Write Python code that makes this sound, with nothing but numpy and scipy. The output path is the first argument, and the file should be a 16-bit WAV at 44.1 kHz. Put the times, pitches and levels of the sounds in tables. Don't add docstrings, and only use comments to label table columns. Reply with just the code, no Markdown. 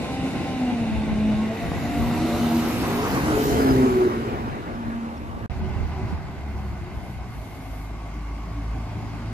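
import sys
import numpy as np
from scipy import signal
from scipy.io import wavfile
from scipy.ndimage import uniform_filter1d, map_coordinates

SR = 44100
rng = np.random.default_rng(int(sys.argv[2]) if len(sys.argv) > 2 else 0)


def file_out(sig):
    cols = np.atleast_2d(sig).T
    lim = np.clip(cols, -1, 1)
    pcm = np.round(lim * 32767).astype(np.int16)
    wavfile.write(sys.argv[1], SR, pcm)


def gain_from_decibels(decibels):
    exponent = np.asarray(decibels, float) / 20
    return 10 ** exponent


N = 411441

# f/Hz, level/dB per Hz
NIGHT_COLOUR = [(3000, -17), (7000, -0.5), (9500, -6), (12500, -3.5), (15000, -24)]
NIGHT_DB = -66
# f/Hz, level/dB per Hz
WIND_COLOUR = [(20, -39), (45, 5), (120, 0), (250, -19.5), (600, -30), (1500, -66)]
# t/s, level/dB, half length/s
GUSTS = [(.95, -26, 0.13), (1.1, -34, 0.061), (1.25, -24.5, 0.2), (1.7, -25, 0.063), (2.0, -27, 0.24),
         (2.4, -34, 0.16), (3.1, -35, 0.32), (3.65, -28, 0.38), (4.4, -33, 0.16), (4.75, -31.5, 0.24),
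         (5.45, -30, 0.29), (5.72, -30.5, 0.24), (6.1, -28, 0.1), (6.6, -33, 0.96), (9.1, -36, 0.19)]
CALM_DB = -54
# t/s, level/dB, left minus right/dB
SLAPS = [(0.729, -20, 16), (0.928, -24, -2), (1.123, -23, 1), (2.402, -33, 3), (2.647, -25, 9),
         (4.992, -32, -13), (5.373, -34, 1), (5.629, -23, -11), (5.779, -36, -9.4), (5.896, -33, -6),
         (6.038, -28, -0.5), (6.132, -19.5, -12), (7.368, -41.0, 8), (9.081, -37, 8), (9.13, -43, 6)]
# t/s, left minus right/dB
SHELTER = [(5.4, 2), (5.55, -6), (5.95, -11), (6.1, -1), (6.4, 1)]
# t/s, peak level/dB, f/Hz
THUDS = [(1.665, -21, 150), (1.719, -16, 170), (1.7185, -19, 700), (1.7625, -17, 330), (1.912, -17, 160),
         (3.0695, -15, 800), (3.1245, -15, 260), (3.3772, -7, 400), (5.935, -22, 90), (6.055, -21, 90),
         (6.6, -24, 90), (6.972, -19, 75), (7.103, -23, 130), (8.865, -28, 800), (8.978, -23, 110)]
# t/s, peak level/dB, f/Hz
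SQUEAKS = [
    (1.519, -62, 12500),
    (4.752, -53, 5250),
    (5.1761, -47, 5400),
]
# f/Hz, likeness/0-1
PORT_LIKENESS = [(60, 0.92), (400, 0.88), (1000, 0.71), (1350, 0.77), (1550, 0.34), (1750, 0.24),
                 (2000, 0.41), (2800, 0.76), (3200, 0.28), (3700, 0.4), (6000, 0.21), (12000, 0.096)]
# start/s, end/s
CHANGE = (5.462, 5.498)
# f/Hz, threshold against the patches nearby/dB
PATCH_LIMIT = [(5000, -8), (7000, -7), (8300, -5), (9400, -3.6), (10200, -4.8), (11500, -4), (12500, -4),
               (14500, -5)]
# f/Hz, threshold/dB
TREBLE_LIMIT = [(11000, -20), (12300, -10), (14600, -2)]
# t/s, rise of threshold/dB
BUSY = [(0, 0), (.7, .6), (1.3, .6), (1.45, 2.5), (1.8, 2.5), (2.1, .7), (5.4, .7), (5.55, 2.5),
        (6.15, 2.5), (6.4, .5)]
RAGGED_DB, SHIFT = 3, 43
BASS_HZ, EDGE_HZ = 40.3, 14570

# t/s, level/dB, hiss against it/dB
BRIDGE_ROAR = [(5.5, -47, -18.5), (6.12, -46.5, -17), (6.2, -49, -18.5), (7.9, -51.5, -15),
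               (9.33, -47.5, -16)]
# f/Hz, level/dB per Hz
BRIDGE_BODY = [(24, -40), (40, -8), (80, -12.5), (200, -12.5), (400, -20), (500, -29), (700, -18),
               (1150, -24.5), (1350, -30), (1520, -28), (1780, -32.5), (2050, -31), (2600, -33.5),
               (3300, -40.5), (5000, -46), (8000, -90)]
# f/Hz, level/dB per Hz
BRIDGE_HISS = [(2300, -19), (3000, -13.5), (3460, -15), (4590, -11), (6500, -15.5), (8200, -21),
               (15000, -26.5)]
# t/s, firing rate/Hz
BUS_SPEED = [(5.52, 73.15), (5.85, 75.3), (6.18, 75.23), (6.51, 70.25), (7.17, 61.2), (7.5, 53.55),
             (7.83, 52.3), (8.32, 53.07), (8.66, 55.1), (8.9, 54.27), (9.33, 54.7)]
# t/s, level/dB, half length/s
BUS_DRONES = [
    [(5.6, -32.5, 0.1), (5.8, -32, 0.086), (5.97, -32, 0.085), (6.14, -26.5, 0.034), (6.4, -38, 0.08),
     (6.62, -31.5, 0.19), (7.2, -32, 0.055), (7.385, -31, 0.037), (7.83, -32.5, 0.23), (8.32, -30.5, 0.23),
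     (8.7, -28.5, 0.17), (9.25, -36.5, 0.21)],
    [(5.68, -46, 0.18), (6.15, -45, 0.2), (7.3, -42, 0.22), (7.8, -42, 0.27), (8.7, -39, 0.41),
     (9.0, -35.5, 0.12), (9.3, -35, 0.16)],
    [(5.6, -41, 0.22), (6.04, -39, 0.04), (6.65, -42, 0.28), (7.17, -44, 0.097), (8.9, -44.5, 0.87)],
]
BUS_REST_DB = -52.5
# multiple of firing rate, level against the 1.5 multiple/dB
BUS_UPPER = [(2.5, -7), (3, -3), (3.5, -18), (4, -21), (5, -13), (7, -18)]
# t/s, f/Hz, level/dB
AXLE_SLOWING = [(5.52, 367.6, -49.5), (5.77, 373.2, -49), (6.02, 381.7, -47.5), (6.27, 384.3, -54),
                (6.52, 377, -50.5), (6.77, 358.6, -47.5), (7.02, 351.5, -62)]
# t/s, f/Hz, level/dB
AXLE_ROLLING = [(7.4, 260.1, -55), (7.7, 275.5, -48.5), (8.0, 278.5, -52.5), (8.3, 282.7, -48.5),
                (8.6, 284.6, -50), (8.9, 285.7, -51), (9.2, 284.2, -50)]
# t/s, f/Hz, level/dB
BELT = [(5.5, 12080, -74), (6.2, 12050, -77), (6.8, 12060, -80), (7.1, 12080, -86)]
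# t/s, f/Hz, level/dB
MOAN = [(5.85, 990, -65), (6.0, 985, -49), (6.15, 990, -50)]
# t/s, f/Hz, level/dB
GRILLE = [(5.5, 2035, -53), (7, 2080, -57), (7.6, 2150, -54.5), (9.33, 2140, -56)]
# t/s, f/Hz, level/dB
PANEL = [(5.55, 1500, -55), (7.3, 1505, -61), (9.3, 1528, -65)]
# t/s, f/Hz, level/dB
BLOCK = [(7.3, 1130, -60), (7.8, 1128, -54.5), (8.5, 1110, -50), (9.0, 1099, -58)]
# t/s, f/Hz, level/dB
BUS_FOURTH = [(8.8, 225, -49), (9.05, 220.4, -42.5), (9.33, 229.7, -43)]
# f/Hz, level/dB per Hz
AIR_JET = [(2000, -8), (3000, 1), (5000, -7), (8500, -7), (10500, -3), (12500, -1), (14500, -9)]
# start t/s, length/s, level/dB
PUFFS = [
    (6.503, 0.19, -64),
    (6.974, 0.16, -60),
    (7.342, 0.5, -55.5),
]
PUFF_DB_PER_S = 150

# t/s, left lags right/ms
YARD_PLACE = [(0, -0.091), (3, 0.023), (4.3, 0.29), (5.46, 0.27)]
# t/s, level/dB, hiss against it/dB
DEPOT_ROAR = [(0.0, -29.5, -16.5), (1.23, -31, -20.5), (3.09, -32, -18.5), (5.46, -52.5, -13.5)]
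# f/Hz, level/dB per Hz
DEPOT_BODY = [(24, -43), (40, -18), (103, -4), (210, -5.5), (242, -1.5), (408, -14), (779, -14),
              (1240, -27.5), (1550, -21.5), (1750, -28), (1970, -21.5), (2780, -24), (3210, -34.5),
              (3690, -29), (5000, -59), (6500, -72), (11000, -120)]
# f/Hz, level/dB per Hz
DEPOT_HISS = [(1760, -27), (3000, -6), (3220, -16), (3710, -4.5), (5020, -11), (9450, -18.5), (12000, -22),
              (15000, -47)]
# t/s, tooth rate f/Hz
GEARBOX = [(0.0, 259.2), (0.45, 265.2), (0.6, 254.8), (0.9, 219.7), (1.35, 211.8), (1.65, 228.4),
           (2.0, 236.7), (2.7, 234.5), (3.4, 236.1), (4.0, 233.2), (4.5, 230.7), (5.45, 230.4)]
# t/s, level/dB, half length/s
WHINE_SWELLS = [(.22, -30, 0.097), (.62, -30.5, 0.15), (.88, -27, 0.23), (1.3, -21, 0.18), (2.1, -26, 0.16),
                (2.52, -23, 0.19), (2.98, -28.5, 0.084), (3.33, -29.5, 0.09), (3.55, -33, 0.091),
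                (3.9, -30.5, 0.15), (4.2, -33, 0.12), (4.45, -35, 0.061), (4.95, -31, 0.2)]
# t/s, level/dB, half length/s
WHINE_OVERTONES = [
    [(.17, -38.5, 0.08), (.47, -40, 0.074), (.72, -38, 0.17), (.95, -45, .06), (1.25, -41, .17),
     (1.51, -29.5, 0.02), (1.63, -34, 0.038), (1.75, -35, 0.03), (1.97, -36, 0.13), (2.25, -38, .12),
     (2.5, -39.5, 0.13), (3.0, -41.5, 0.16), (3.38, -38.5, 0.064), (3.55, -38, .07)],
    [(.08, -48, 0.085), (.27, -47, 0.037), (.39, -47, 0.06), (.53, -43, 0.058), (1.0, -43, 0.13),
     (1.3, -52, .1), (2.15, -43.5, 0.062), (2.55, -40, 0.05)],
    [(1.2, -50, .06), (1.42, -44.5, 0.066), (1.67, -50, .07)],
]
WHINE_REST_DB, OVERTONE_REST_DB = -47, -57.5
# multiple of tooth rate, level against the third/dB
WHINE_UPPER = [(2, -8.5)]
# t/s, f/Hz, level/dB
IDLE = [(5.1, 72.3, -52), (5.22, 73.5, -36), (5.35, 72, -51), (5.46, 71.6, -48)]

# t/s, left lags right/ms
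CAR_PLACE = [(1.3, -0.32), (2.1, -0.048), (2.9, 0.13), (3.3, 0.26), (3.6, 0.44), (4.4, 0.44), (5.46, 0.31)]
# t/s, level/dB, boost/0-1
CAR_PASS = [(1.3, -50, 0.45), (1.6, -44.5, 0.88), (2.0, -40.5, 0.87), (2.4, -35.5, 0.9), (3.2, -31.5, 0.77),
            (3.7, -31, 0.72), (4.2, -36, 0.34), (4.55, -39, 0), (5.46, -44.5, 0.26)]
HISS_IDLE_DB, HISS_BOOST_DB = -26.5, 21
# t/s, added hiss/dB, half length/s
DUMP = [(3.47, 3.5, 0.094)]
# f/Hz, level/dB per Hz
CAR_BODY = [(24, -39), (40, -9), (79, -4.5), (171, -7), (246, -1.5), (490, -11.5), (705, -10),
            (1030, -11.5), (1320, -13), (1750, -20), (2060, -20.5), (3340, -32), (5000, -40), (6500, -45),
            (11000, -120)]
# f/Hz, level/dB per Hz
CAR_HISS = [(1760, -37), (3000, 4), (3330, -3.5), (4390, -0.5), (6770, -3), (9160, -8.5), (10600, -5),
            (13000, -5), (14400, -6)]
# t/s, firing rate f/Hz
CAR_SPEED = [(1.8, 138.9), (1.95, 145.3), (2.4, 170), (2.85, 134.8), (3.3, 145.8), (3.45, 137.7),
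             (3.7, 133), (3.9, 126.3), (4.06, 122.4), (4.65, 107.4)]
# t/s, level/dB, half length/s
CAR_BOOMS = [
    [(2.35, -35, 0.45), (3.25, -36, 0.18), (3.62, -31, 0.22), (3.8, -31, 0.08), (4.3, -25, 0.18)],
    [(1.95, -35, 0.11), (2.4, -44, 0.2), (3.17, -31, .1), (3.3, -32, 0.075), (3.47, -26, 0.076),
     (3.67, -17, 0.071), (3.84, -19.5, 0.088), (4.15, -32, 0.073)],
    [(2.6, -48, 0.18), (3.0, -34.5, 0.1), (3.49, -27, 0.054), (3.73, -25.5, 0.082), (3.87, -23, 0.059),
     (4.05, -19, 0.12), (4.25, -26.5, 0.16)],
]
CAR_REST_DB = -69
# multiple of firing rate, level against the first/dB
CAR_UNEVEN = [(.5, -7.5), (0.748, -12.5), (1.5, -19), (2.5, -8), (3.5, -13.5), (4, -19), (4.502, -25),
              (5, -17)]
CORNER_S, CORNER_DB, CORNER_FALL_S = 4.075, -12, 0.0067
RAILS_PER_S, RAILS_S, RAILS_DB = 17.24, 4.11, 5
# t/s, f/Hz, level/dB
HUM_A = [(2.1, 307.8, -44), (2.18, 313, -32.5), (2.3, 329.4, -31), (2.42, 334, -38), (2.54, 325.5, -28),
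         (2.72, 314.7, -33.5), (2.85, 326.5, -65)]
# t/s, f/Hz, level/dB
HUM_B = [(2.9, 404.4, -55), (3.04, 418, -31.5), (3.25, 425.6, -51), (3.375, 429, -21.5), (3.45, 428.5, -35),
         (3.55, 426.6, -35), (3.605, 437, -26), (3.66, 416, -35)]
# t/s, f/Hz, level/dB
HUM_C = [(3.15, 305.6, -64), (3.25, 312.6, -32), (3.33, 308.7, -25), (3.42, 303, -35), (3.5, 310, -37)]
# t/s, f/Hz, level/dB
HUM_D = [(2.22, 575, -57), (2.33, 585, -35.5), (2.45, 590, -50)]
# t/s, f/Hz, level/dB
HUM_E = [(1.45, 470, -46), (1.55, 455, -36), (1.65, 444, -51)]
# t/s, f/Hz, level/dB
TURBO = [(1.6, 9700, -62), (1.9, 12500, -60), (2.09, 14450, -54), (2.2, 14720, -62), (2.39, 14520, -53),
         (2.58, 13300, -50), (2.8, 13200, -49), (3.14, 14450, -48), (3.28, 14620, -54), (3.425, 14520, -42),
         (3.49, 13600, -46), (3.56, 12700, -53), (3.71, 10900, -54), (3.85, 9950, -60)]
TURBO_LAG_S = .04
# t/s, f/Hz, level/dB
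INTAKE = [(1.45, 1958, -47.5), (1.9, 1980, -44.5), (2.3, 2027, -49)]
# t/s, f/Hz, level/dB
SQUEAL = [(3.55, 4980, -58), (3.62, 4950, -43), (3.66, 4960, -58), (3.71, 5000, -45), (3.76, 4980, -60)]
# t/s, f/Hz, level/dB
RASP = [(2.9, 420, -38), (3.3, 440.5, -34.5), (3.6, 424.6, -26.5), (3.9, 400, -34.5), (4.1, 410, -33),
        (4.4, 399.7, -39.5), (4.6, 381.3, -50)]
# t/s, f/Hz, level/dB
GRIT = [(2.1, 3930, -55), (2.35, 3910, -45), (2.6, 3800, -48), (2.8, 3730, -68)]


def evened(x):
    return x / np.sqrt(np.mean(x ** 2) + 1e-20)


def curve_at(points, hz):
    f, value = np.transpose(points)
    return np.interp(np.log(hz + 1), np.log(f + 1), value)


def over_time(points, t):
    return np.interp(t, *np.transpose(points))


def place(points):
    return lambda t: over_time(points, t)


def still(value):
    return lambda t: value + 0 * t


def columns(rows, t):
    s, *cols = np.transpose(rows)
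    gate = np.clip(np.minimum(t - s[0], s[-1] - t) / .04 + 1.6, 0, 1)
    return gate, [np.interp(t, s, c) for c in cols]


def drift(per_s, size=N):
    knots = rng.standard_normal(int(N / SR * per_s) + 2)
    return evened(map_coordinates(knots, [np.linspace(0, len(knots) - 1, size)], order=3))


def swells(rows, rest_db, t):
    s, db, half = np.transpose(rows)[:, :, None]
    bells = gain_from_decibels(db) * np.exp(-((t - s) / half) ** 2)
    return 10 * np.log10(gain_from_decibels(2 * rest_db) + bells.sum(0) ** 2)


def running(speed, swelling, rest_db):
    t = np.arange(speed[0][0], speed[-1][0], 256 / SR)
    hz, *more = columns(speed, t)[1]
    rests = rest_db + np.zeros(len(swelling))
    levels = [swells(rows, db, t) for rows, db in zip(swelling, rests)]
    return np.transpose([t, hz] + levels + more)


def roar(colour, level_db, lag_ms, patchy_db, flicker_db, alike=0.98):
    frames, hz = N // 256 + 5, np.fft.rfftfreq(1024, 1 / SR)
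    t = np.arange(frames) * 256 / SR
    a, b, c, d, patches = rng.standard_normal((frames, 513, 5)).T
    patches = evened(uniform_filter1d(uniform_filter1d(patches, 10, 0), 10, 1))
    same = np.clip(alike * curve_at(PORT_LIKENESS, hz), 0, 1)[:, None]
    left = a + 1j * b
    early = np.exp(2j * np.pi * hz[:, None] * lag_ms(t) / 1000)
    right = same * left * early + np.sqrt(1 - same ** 2) * (c + 1j * d)
    outside = (hz < colour[0][0]) | (hz > colour[-1][0])
    shape = gain_from_decibels(np.where(outside, -120, curve_at(colour, hz)))
    shape = (shape / np.linalg.norm(shape))[:, None]
    level = gain_from_decibels(level_db(t) + patchy_db * patches + flicker_db * drift(25, frames))
    z = np.array([left, right]) * shape * level
    return signal.istft(z, nperseg=1024, noverlap=768)[1][:, :N]


def machine(rows, body, hiss, lag_ms, body_db, hiss_db, patchy_db, flicker_db):
    def level_db(t, use):
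        gate, (level, bright) = columns(rows, t)
        return level + use * bright - 80 * (1 - gate)
    low = roar(body, lambda t: level_db(t, 0) + body_db, lag_ms, patchy_db, flicker_db)
    high = roar(hiss, lambda t: level_db(t, 0.93) + hiss_db, lag_ms, patchy_db, flicker_db)
    return low + high


def throb(speed, per_firing, depth):
    firing_hz = columns(speed, np.arange(N) / SR)[1][0]
    return 1 + depth * np.cos(2 * np.pi * per_firing * np.cumsum(firing_hz) / SR)


def lines(rows, multiples, lag_ms, wobble, flutter_db, flutter_per_s, follow=0, extra=()):
    t = np.arange(N) / SR
    gate, (hz, *levels) = columns(rows, t)
    turns = np.cumsum(hz * (1 + wobble * drift(30))) / SR
    turns = np.array([turns - .5 * hz * lag_ms(t) / 1000, turns])
    voices = list(zip(multiples, levels)) + [(k, levels[follow] + db) for k, db in extra]
    on, out = gate > 0, np.zeros((2, N))
    for k, db in voices:
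        size = gain_from_decibels(db + 3.5 + flutter_db * drift(flutter_per_s)) * gate
        out[:, on] += size[on] * np.sin(2 * np.pi * (k * turns[:, on] + rng.random()))
    return out


def whistle(rows, width_hz, alike):
    gate, (hz, level_db) = columns(rows, np.arange(N) / SR)
    r = np.exp(-np.pi * width_hz / SR)
    noise = rng.standard_normal((3, N, 2)) @ [1, 1j]
    slow = signal.lfilter([1], [1, -2 * r, r * r], noise)
    ports = alike * slow[0] + (1 - alike) * slow[1:]
    tone = (ports * np.exp(2j * np.pi * np.cumsum(hz) / SR)).real
    return evened(tone) * gain_from_decibels(level_db) * gate


def night():
    return roar(NIGHT_COLOUR, still(NIGHT_DB), still(0), patchy_db=1.2, flicker_db=1.2)


def wind():
    def level_db(t):
        return swells(GUSTS, CALM_DB, t) - 2.5
    push = roar(WIND_COLOUR, level_db, still(0), patchy_db=1.8, flicker_db=2.2, alike=.15)
    push = push * gain_from_decibels(1.2 * np.array([drift(40), drift(40)]))
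    push = push * gain_from_decibels(np.outer([.5, -.5], over_time(SHELTER, np.arange(N) / SR)))
    t = np.arange(-900, 900) / SR
    for s, db, pan_db in SLAPS:
        hz, turn = 170 + 90 * rng.random(), rng.random()
        slap = np.sin(2 * np.pi * (hz * t + turn)) * np.exp(-(t / 0.0085) ** 2)
        port, start = int(pan_db < 0), round(s * SR) - 900
        push[port, start:][:len(t)] += gain_from_decibels(db + 2.0) * slap
        push[1 - port, start:][:len(t)] -= gain_from_decibels(db + 6.0 - 1.6 * abs(pan_db)) * slap
    return push


def thuds():
    out, t = np.zeros(N), np.arange(-1000, 1000) / SR
    for s, db, hz in THUDS:
        bump = np.sin(2 * np.pi * hz * t) * np.exp(-(2.7 * hz * t) ** 2)
        out[round(s * SR) - 1000:][:len(t)] += gain_from_decibels(db) * bump
    return out


def squeaks():
    out, t = np.zeros(N), np.arange(600) / SR
    for s, db, hz in SQUEAKS:
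        rub = np.sin(2 * np.pi * hz * t) * np.exp(-((t - .003) / 0.0015) ** 2)
        out[round(s * SR):][:len(t)] += gain_from_decibels(db) * rub
    return out


def puffs_db(t):
    start, length, db = np.transpose(PUFFS)[:, :, None]
    inside = np.minimum(t - start, start + length - t)
    return (db + PUFF_DB_PER_S * np.minimum(inside, 0)).max(0)


def bridge_bus():
    lag = still(-0.07)
    engine = lines(running(BUS_SPEED, BUS_DRONES, BUS_REST_DB), (1, 2, 1.5), lag, wobble=.008,
                   flutter_db=1.5, flutter_per_s=25, follow=2, extra=BUS_UPPER)
    axles = sum(lines(rows, (1,), lag, wobble=w, flutter_db=4.5, flutter_per_s=30)
                for rows, w in ((AXLE_SLOWING, .012), (AXLE_ROLLING, .03)))
    belt = whistle(BELT, 250, alike=.55)
    moan = whistle(MOAN, 27, alike=0.82)
    grille = whistle(GRILLE, 230, alike=0.5)
    ringing = whistle(PANEL, 90, alike=.5) + whistle(BLOCK, 110, alike=0.67)
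    fourth = whistle(BUS_FOURTH, 40, alike=0.94)
    air = roar(AIR_JET, puffs_db, lag, patchy_db=1.5, flicker_db=.5)
    noise = machine(BRIDGE_ROAR, BRIDGE_BODY, BRIDGE_HISS, lag,
                    body_db=14.0, hiss_db=8.0, patchy_db=1.5, flicker_db=0.2)
    noise = throb(BUS_SPEED, 1, 0.048) * noise
    return engine + axles + belt + moan + grille + ringing + fourth + air + noise


def depot_bus():
    lag = place(YARD_PLACE)
    rests_db = [WHINE_REST_DB] + 3 * [OVERTONE_REST_DB]
    gears = running(GEARBOX, [WHINE_SWELLS] + WHINE_OVERTONES, rests_db)
    whine = lines(gears, (1, 3, 4, 5), lag, wobble=.006, flutter_db=1.6, flutter_per_s=30,
                  follow=1, extra=WHINE_UPPER)
    idle = lines(IDLE, (1,), lag, wobble=.01, flutter_db=1.5, flutter_per_s=15)
    noise = machine(DEPOT_ROAR, DEPOT_BODY, DEPOT_HISS, lag,
                    body_db=3, hiss_db=2.5, patchy_db=1.1, flicker_db=.6)
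    return whine + idle + noise


def car_firing():
    t, hz, *levels = running(CAR_SPEED, CAR_BOOMS, CAR_REST_DB).T
    shadow_db = CORNER_DB * np.clip((t - CORNER_S) / CORNER_FALL_S, 0, 1)
    behind = t > CORNER_S + CORNER_FALL_S
    shadow_db = shadow_db + behind * RAILS_DB * np.cos(2 * np.pi * RAILS_PER_S * (t - RAILS_S))
    return np.transpose([t, hz] + [db + shadow_db for db in levels])


def turbo_spool():
    t, hz, db = running(TURBO, [], 0).T
    hz = uniform_filter1d(hz, round(TURBO_LAG_S * SR / 256), mode="nearest")
    return np.transpose([t, hz, db])


def car_passing():
    t, db, boost = running(CAR_PASS, [], 0).T
    (s, dump_db, half), = DUMP
    hiss_db = HISS_IDLE_DB + HISS_BOOST_DB * boost + dump_db * np.exp(-((t - s) / half) ** 2)
    return np.transpose([t, db, hiss_db])


def car():
    lag = place(CAR_PLACE)
    engine = lines(car_firing(), (1, 2, 3), lag, wobble=.013, flutter_db=2.9, flutter_per_s=45,
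                   extra=CAR_UNEVEN)
    hums = sum(lines(rows, (1,), lag, wobble=.012, flutter_db=2, flutter_per_s=32)
               for rows in (HUM_A, HUM_B, HUM_C, HUM_D, HUM_E))
    turbo = whistle(turbo_spool(), 100, alike=.3)
    intake = whistle(INTAKE, 330, alike=1.0)
    squeal = whistle(SQUEAL, 90, alike=.6)
    rasp = whistle(RASP, 115, alike=0.65)
    grit = whistle(GRIT, 900, alike=0.44)
    noise = machine(car_passing(), CAR_BODY, CAR_HISS, lag,
                    body_db=8, hiss_db=3.0, patchy_db=2.0, flicker_db=0.14)
    noise = throb(CAR_SPEED, 0.5, 0.059) * noise
    return engine + hums + turbo + intake + squeal + rasp + grit + noise


def scene():
    first = np.arange(N) / SR < CHANGE[1] - .005
    vehicles = np.where(first, depot_bus() + car(), bridge_bus())
    return night() + wind() + thuds() + squeaks() + vehicles


def thinned(x):
    sum_and_difference = np.roll([x[0] + x[1], x[0] - x[1]], -SHIFT, axis=1) / 2
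    hz, t, z = signal.stft(sum_and_difference, SR, "cosine", nperseg=2048)
    power = (abs(z[:, :1024]) ** 2).reshape(2, 128, 8, -1).mean(axis=2) + 1e-20
    hz = hz[4:1024:8]
    near = uniform_filter1d(uniform_filter1d(power, size=9, axis=1, origin=3), size=5, axis=2)
    treble = power[:, (hz > 9000) & (hz < 14000)].mean(axis=1)
    treble = uniform_filter1d(treble, size=5, axis=1)[:, None]
    busy_db = over_time(BUSY, t)
    near_db = np.where(hz < PATCH_LIMIT[0][0], -99, curve_at(PATCH_LIMIT, hz))[:, None] + busy_db
    top_db = np.where(hz < TREBLE_LIMIT[0][0], -99, curve_at(TREBLE_LIMIT, hz))[:, None]
    ragged = drift(8, len(t)) + .9 * rng.standard_normal(power.shape[1:])
    top_db = top_db + RAGGED_DB * ragged + 1.5 * busy_db
    kept = power > np.maximum(near * gain_from_decibels(2 * near_db), treble * gain_from_decibels(2 * top_db))
    z[:, :1024] *= np.repeat(kept, 8, axis=1)
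    back = signal.istft(z, SR, "cosine", nperseg=2048)[1][:, :N]
    mid, side = np.roll(back, SHIFT, axis=1)
    return np.array([mid + side, mid - side])


def top_cut(x):
    return signal.sosfilt(signal.butter(12, 15690, fs=SR, output="sos"), x)


def record(dry):
    t = np.arange(N) / SR
    high_pass = signal.butter(2, BASS_HZ, "high", fs=SR, output="sos")
    dry = signal.sosfilt(high_pass, dry)
    low_pass = signal.firwin(511, EDGE_HZ, window=("kaiser", 9), fs=SR)
    limited = signal.oaconvolve(dry, low_pass[None], "same")
    opening = np.clip(np.maximum(CHANGE[0] - t, t - CHANGE[1]) / .0001, 0, 1)
    trace = gain_from_decibels(-23) * (t < CHANGE[0] + .017)
    mix = thinned(limited) * np.maximum(opening, trace)
    return top_cut(mix)


dry = scene()
out = record(dry)
file_out(out)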